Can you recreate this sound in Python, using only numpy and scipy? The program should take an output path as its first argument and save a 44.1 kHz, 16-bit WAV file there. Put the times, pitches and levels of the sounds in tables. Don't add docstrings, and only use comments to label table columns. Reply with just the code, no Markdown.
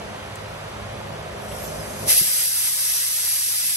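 import sys
import numpy as np
from scipy import signal
from scipy.fft import rfft, irfft
from scipy.io import wavfile
from scipy.ndimage import uniform_filter1d

SR = 44100
rng = np.random.default_rng(int(sys.argv[2]) if len(sys.argv) > 2 else 0)


def boost(x):
    u = np.asarray(x, float) / 20
    return 10 ** u


def wrap_up_sound(samples):
    columns = np.atleast_2d(samples).T
    tamed = np.clip(columns, -1, 1)
    steps = np.round(tamed * 32767).astype(np.int16)
    wavfile.write(sys.argv[1], SR, steps)


N = 165816
T = np.arange(N) / SR
HZ = np.fft.rfftfreq(N, 1 / SR)

# t/s, level/dB
AIR_FLOW = [(1.25, -70), (1.42, -45), (1.62, -36.5), (1.646, -36.5), (1.69, -38), (1.95, -38), (2.062, -33),
            (2.081, -21), (2.084, -18), (2.104, -13), (2.15, -17.5), (2.185, -14.5), (2.226, -19.5),
            (2.41, -18), (2.5, -20), (2.67, -19), (2.71, -21.5), (3.76, -21.5)]
# f/Hz, density/dB per Hz
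JET_COLOUR = [(250, -45), (900, -16), (2000, -9.5), (3600, -6), (5000, -4.5), (7000, -5.5), (10000, -4),
              (16000, -5.5)]
# f/Hz, width/Hz, level/dB (level unused; every mode is added at the same level)
COUPLING_MODES = [(1700, 9.6, -16), (1995, 43, -13), (2640, 24, -13), (3920, 19, -10), (4610, 49, -8),
                  (5100, 156, -7), (5800, 190, -5), (6155, 42, -6), (8200, 110, -6), (8500, 25, -7),
                  (9020, 180, -3), (10920, 140, -1), (11570, 160, 0), (12060, 22, -3)]
# start/s, length/s, from f/Hz, to f/Hz, level/dB
LEAK_WHISTLES = [(1.53, .18, 10800, 12200, -44), (1.6, .1, 11900, 12200, -48), (1.5, .1, 11300, 11700, -49),
                 (1.48, .3, 5600, 5350, -49), (1.72, .17, 5300, 4950, -48), (1.55, .3, 6000, 6300, -50),
                 (1.8, .27, 6200, 6800, -50), (1.8, .27, 8600, 9300, -49), (1.68, .39, 10700, 11400, -49),
                 (1.43, .2, 7600, 8300, -52), (1.45, .25, 8700, 9100, -52), (1.6, .15, 7400, 7800, -51),
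                 (1.5, .3, 6700, 7000, -52), (1.75, .3, 7200, 7700, -55)]
# t/s, peak/dB, f/Hz
TICK_PARTIALS = [(.3571, -24, 8800), (.3573, -35, 11800), (.3574, -41, 13300), (.3575, -42, 15000),
                 (.36, -36, 6000), (.3625, -35, 7400), (.3675, -40, 8500), (1.514, -33, 2700),
                 (1.518, -31, 2950), (1.523, -33, 3300), (1.642, -35, 4400), (1.645, -35, 7800),
                 (1.647, -36, 5800), (1.648, -36, 9300), (1.651, -34, 3500)]
# t/s, level/dB
MOTOR_LOAD = [
    (0, 1),
    (.35, -2.5),
    (.7, -0.5),
    (1.2, 1.5),
    (1.8, 3),
    (2.0, 0),
    (2.07, 4),
    (2.3, 2.5),
    (3.76, -1.5),
]
# multiple of shaft rate, level/dB
MOTOR_ORDERS = [(1, -58), (4, -51), (7, -61.5), (8, -54), (10, -53), (11, -58), (12, -52), (13, -60),
                (14, -56.5)]
# t/s, level/dB
SECOND_ORDER = [(0.0, -48), (0.25, -49), (0.31, -42), (0.75, -48.5), (0.82, -39.5), (1.3, -47),
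                (1.56, -42.5), (1.6, -62), (1.8, -48), (1.97, -49), (2.01, -37.5), (2.08, -40)]
# t/s, level/dB
THIRD_ORDER = [(0.0, -56), (0.04, -56.5), (0.65, -46), (0.72, -65), (1.22, -41), (1.33, -63), (1.37, -48),
               (1.47, -53.5), (1.81, -41), (1.84, -55), (2.03, -43), (2.1, -47.5)]
# f/Hz, density/dB per Hz
HALL_COLOUR = [(35, -21), (60, -3), (200, -9.5), (290, -13), (600, -5.5), (850, -8), (3500, -19.5),
               (16000, -39.5)]
# f/Hz, gain/dB
MIC_COLOUR = [(30, 1), (8600, -0.5), (9800, 7.5), (11000, 8.5), (12000, 1), (13000, -0.5), (14000, -8.5),
              (16000, -10.5)]
# f/Hz, likeness/0-1, right lead/rad, left-right level/dB
PORT_PAIR = [(40, 0.98, 0.5, 1.5), (130, 0.99, -0.16, -0.5), (200, 0.85, -1, 1), (450, 0.5, 1, -2),
             (820, .5, 1.5, 0), (2350, 0.49, 1.5, -3), (4870, 0.1, 2.5, 1), (6300, 0.8, 0.5, 4),
             (6800, 0, -3, -7), (7780, 0.74, 1, 3.5), (8860, 0.6, 1, -2), (10000, 0.97, 0, 0.5),
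             (12000, 0.91, -0.5, 0)]
# f/Hz, right lead/half turns
TREBLE_TURNS = [(8600, 0), (10200, 1), (12050, 2), (13800, 3), (15600, 4)]
# f/Hz, level/dB per bin
FAINT_LINE = [(60, -96), (300, -75.5), (1000, -75.5), (3500, -72.5), (6000, -78.5), (11000, -85),
              (12200, -75.5), (16000, -72.5)]

TICK_S = 0.3573


def rms_one(x):
    return x / np.sqrt(np.mean(x ** 2) + 1e-20)


def in_time(rows):
    return np.interp(T, *np.transpose(rows))


def at_hz(points, column=1):
    points = np.array(points)
    return np.interp(np.log(HZ + 1), np.log(points[:, 0]), points[:, column])


def colour(x, gain):
    return irfft(rfft(x) * gain, N)


def drift(rate_hz, size=N):
    r = np.exp(-2 * np.pi * rate_hz / SR)
    run_in = SR // 2
    noise = rng.standard_normal(size + run_in)
    slow = signal.lfilter([1], [1, -2 * r, r * r], noise)[run_in:]
    return rms_one(slow - slow.mean())


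def ring(start_s, hz, t60_s):
    t = np.maximum(T - start_s, 0)
    return np.sin(2 * np.pi * hz * t) * boost(-60 * t / t60_s)


def jet():
    hose_hz, hose_ring, hose_top_hz = 157.03, 0.45, 3360
    body_per_db, top_per_db, ref_db = 0.19, 0.2, -22
    thin_hz, top_hz = 2730, 9900
    flow_db = in_time(AIR_FLOW)

    loop = hose_ring / (1 + (HZ / hose_top_hz) ** 4)
    comb = np.abs(1 - loop * np.exp(-2j * np.pi * HZ / hose_hz))
    hose = np.sqrt(1 - loop ** 2) / comb
    sputter_db = 0.4 * drift(402)
    noise = rng.standard_normal((2, N)) * boost(sputter_db)
    air = rms_one(colour(noise, boost(at_hz(JET_COLOUR) + at_hz(MIC_COLOUR)) * hose))

    spectrum = rfft(air)
    for hz, width_hz, _ in COUPLING_MODES:
        mode = irfft(spectrum / (1 + ((HZ - hz) / width_hz) ** 2), N)
        flutter_db = 3.5 * drift(6)
        air = air + mode * boost(-3.5 + flutter_db)
    air = rms_one(air)

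    top = colour(air, 1 / (1 + (top_hz / (HZ + 1)) ** 8))
    air = air + top * (boost(top_per_db * (flow_db - ref_db)) - 1)
    low = colour(air, 1 / (1 + (HZ / thin_hz) ** 4))
    body = boost(body_per_db * (flow_db - ref_db))
    waver_db = 0.73 * drift(2.5)
    return (air - low + body * low) * boost(flow_db + waver_db)


def whistles():
    width_share = 0.008
    out = np.zeros((2, N))
    for start_s, length_s, from_hz, to_hz, db in LEAK_WHISTLES:
        first, count = int(start_s * SR), int(length_s * SR)
        u = np.arange(count) / count
        turn = 2 * np.pi * np.cumsum(from_hz + (to_hz - from_hz) * u) / SR
        a, b, c, d = (drift(width_share * from_hz, size=count) for _ in range(4))
        left = a * np.cos(turn) + b * np.sin(turn)
        right = c * np.cos(turn) + d * np.sin(turn)
        out[:, first:first + count] += boost(db) * np.sin(np.pi * u) * np.array([left, right])
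    return out


def thump():
    start_s, t60_s = 2.213, 0.048
    return boost(-25) * ring(start_s, 169, t60_s) + boost(-33.5) * ring(start_s, 340, t60_s)


def ticks():
    t60_cycles = 30
    echo_db, echo_t60_s = -38, 0.03
    steel = sum(boost(db) * ring(s, hz, t60_cycles / hz) for s, db, hz in TICK_PARTIALS)
    scatter = colour(rng.standard_normal((2, N)), (HZ > 5000) & (HZ < 12500))
    fade = boost(echo_db - 60 * np.maximum(T - TICK_S, 0) / echo_t60_s)
    return steel + scatter * (T > TICK_S) * fade


def motor():
    shaft_hz, wobble_share, beat_db = 51.83, 0.006, 3
    boom_end_s, after_boom_db = SECOND_ORDER[-1][0], -44.5
    turn = 2 * np.pi * np.cumsum(shaft_hz * (1 + wobble_share * drift(2.62))) / SR
    boom_db = np.where(T < boom_end_s, in_time(SECOND_ORDER), after_boom_db)
    out = np.sin(2 * turn) * boost(boom_db)
    out = out + np.sin(3 * turn) * boost(in_time(THIRD_ORDER) - 1.0)
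    for order, db in MOTOR_ORDERS:
        phases = rng.uniform(0, 5.64, 2)
        tone = np.sin([order * turn + phase for phase in phases])
        out = out + tone * boost(db + beat_db * drift(2.97) + in_time(MOTOR_LOAD))
    return np.sqrt(2) * out


def casing():
    resonance_hz, width_hz = 611, 130
    gain = 1 / (1 + ((HZ - resonance_hz) / width_hz) ** 4)
    band = colour(rng.standard_normal((2, N)), gain)
    return rms_one(band) * boost(-47 + 2.5 * in_time(MOTOR_LOAD))


def hall():
    hall_db, patchy_db = -34, 1.3
    noise = rfft(rng.standard_normal((2, N))) * boost(at_hz(HALL_COLOUR) + at_hz(MIC_COLOUR))
    out = 0
    for octave in range(10):
        distance = np.clip(np.log2(HZ / 30 + 1e-9) - octave, -1, 1)
        band = np.cos(np.pi / 2 * distance) ** 2
        swell_db = patchy_db * drift(1.7) * (1 < octave < 5)
        load_db = in_time(MOTOR_LOAD) * (octave < 5)
        out = out + irfft(noise * band, N) * boost(swell_db + load_db)
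    return boost(hall_db) * rms_one(out)


def gain_control():
    duck_db, threshold_db, lag_s = -14, -23, 0.072
    r = np.exp(-1 / (lag_s * SR))
    loud = np.clip(in_time(AIR_FLOW) - threshold_db, 0, 1)
    return boost(duck_db * signal.lfilter([1 - r], [1, -r], loud))


def ports(paths):
    a, b = rfft(paths)
    alike = np.clip(at_hz(PORT_PAIR, column=1), 0, 1)
    lead = at_hz(PORT_PAIR, column=2) + np.pi * np.interp(HZ, *np.transpose(TREBLE_TURNS))
    tilt = boost(at_hz(PORT_PAIR, column=3) / 2)
    right = alike * a * np.exp(1j * lead) + np.sqrt(1 - alike ** 2) * b
    return irfft([a * tilt, right / tilt], N)


def drop_faint(x):
    follows, chance_spread_db = 0.85, 3.0
    hz, s, z = signal.stft([x[0] + x[1], x[0] - x[1]], SR, nperseg=2048)
    power = np.abs(z / 2) ** 2

    width_bins = (3 * (1 + hz / 3000)).astype(int)
    band = np.cumsum(1 / np.maximum(width_bins, 1)).astype(int)
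    starts = np.flatnonzero(np.diff(band, prepend=-1))
    band_sum = np.add.reduceat(power, starts, axis=1)[:, band - band[0]]
    mean = band_sum / np.bincount(band)[band][:, None]
    frame_power = uniform_filter1d(power.sum(axis=(0, 1)), size=3, origin=1)
    frame_db = 10 * np.log10(frame_power + 1e-12)

    line_hz, line_level_db = np.transpose(FAINT_LINE)
    line_db = np.interp(np.log(hz + 1), np.log(line_hz), line_level_db)
    line_db = line_db + 14 * ((hz > 13100) & (hz < 14480))
    line_db = line_db - 2.5 * (hz >= 14480) + 40 * (hz > 15750)
    line_db = line_db + 4 * ((hz > 10130) & (hz < 10330))
    burst_db = -22 * np.outer(hz > 13700, (s > 2.045) & (s < 2.125))
    chance_db = chance_spread_db * rng.standard_normal(power.shape)[:, band]
    threshold_db = line_db[:, None] + follows * (frame_db + 30) + chance_db + burst_db
    keep = mean > boost(2 * threshold_db)
    mid, side = signal.istft(z * keep, SR, nperseg=2048)[1][:, :N] / 2
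    return np.array([mid + side, mid - side])


def scene():
    near = jet() + whistles() + thump() + ticks()
    far = motor() + casing() + hall()
    return ports(near + far * gain_control())


def band_limit(x):
    return signal.sosfilt(signal.butter(12, 16290, fs=SR, output="sos"), x)


def record(dry):
    window_s = 0.006
    whole = np.clip(2 - 2 * np.abs(T - TICK_S) / window_s, 0, 1)
    mix = drop_faint(dry * (1 - whole)) + dry * whole
    return band_limit(mix)


dry = scene()
out = record(dry)
wrap_up_sound(out)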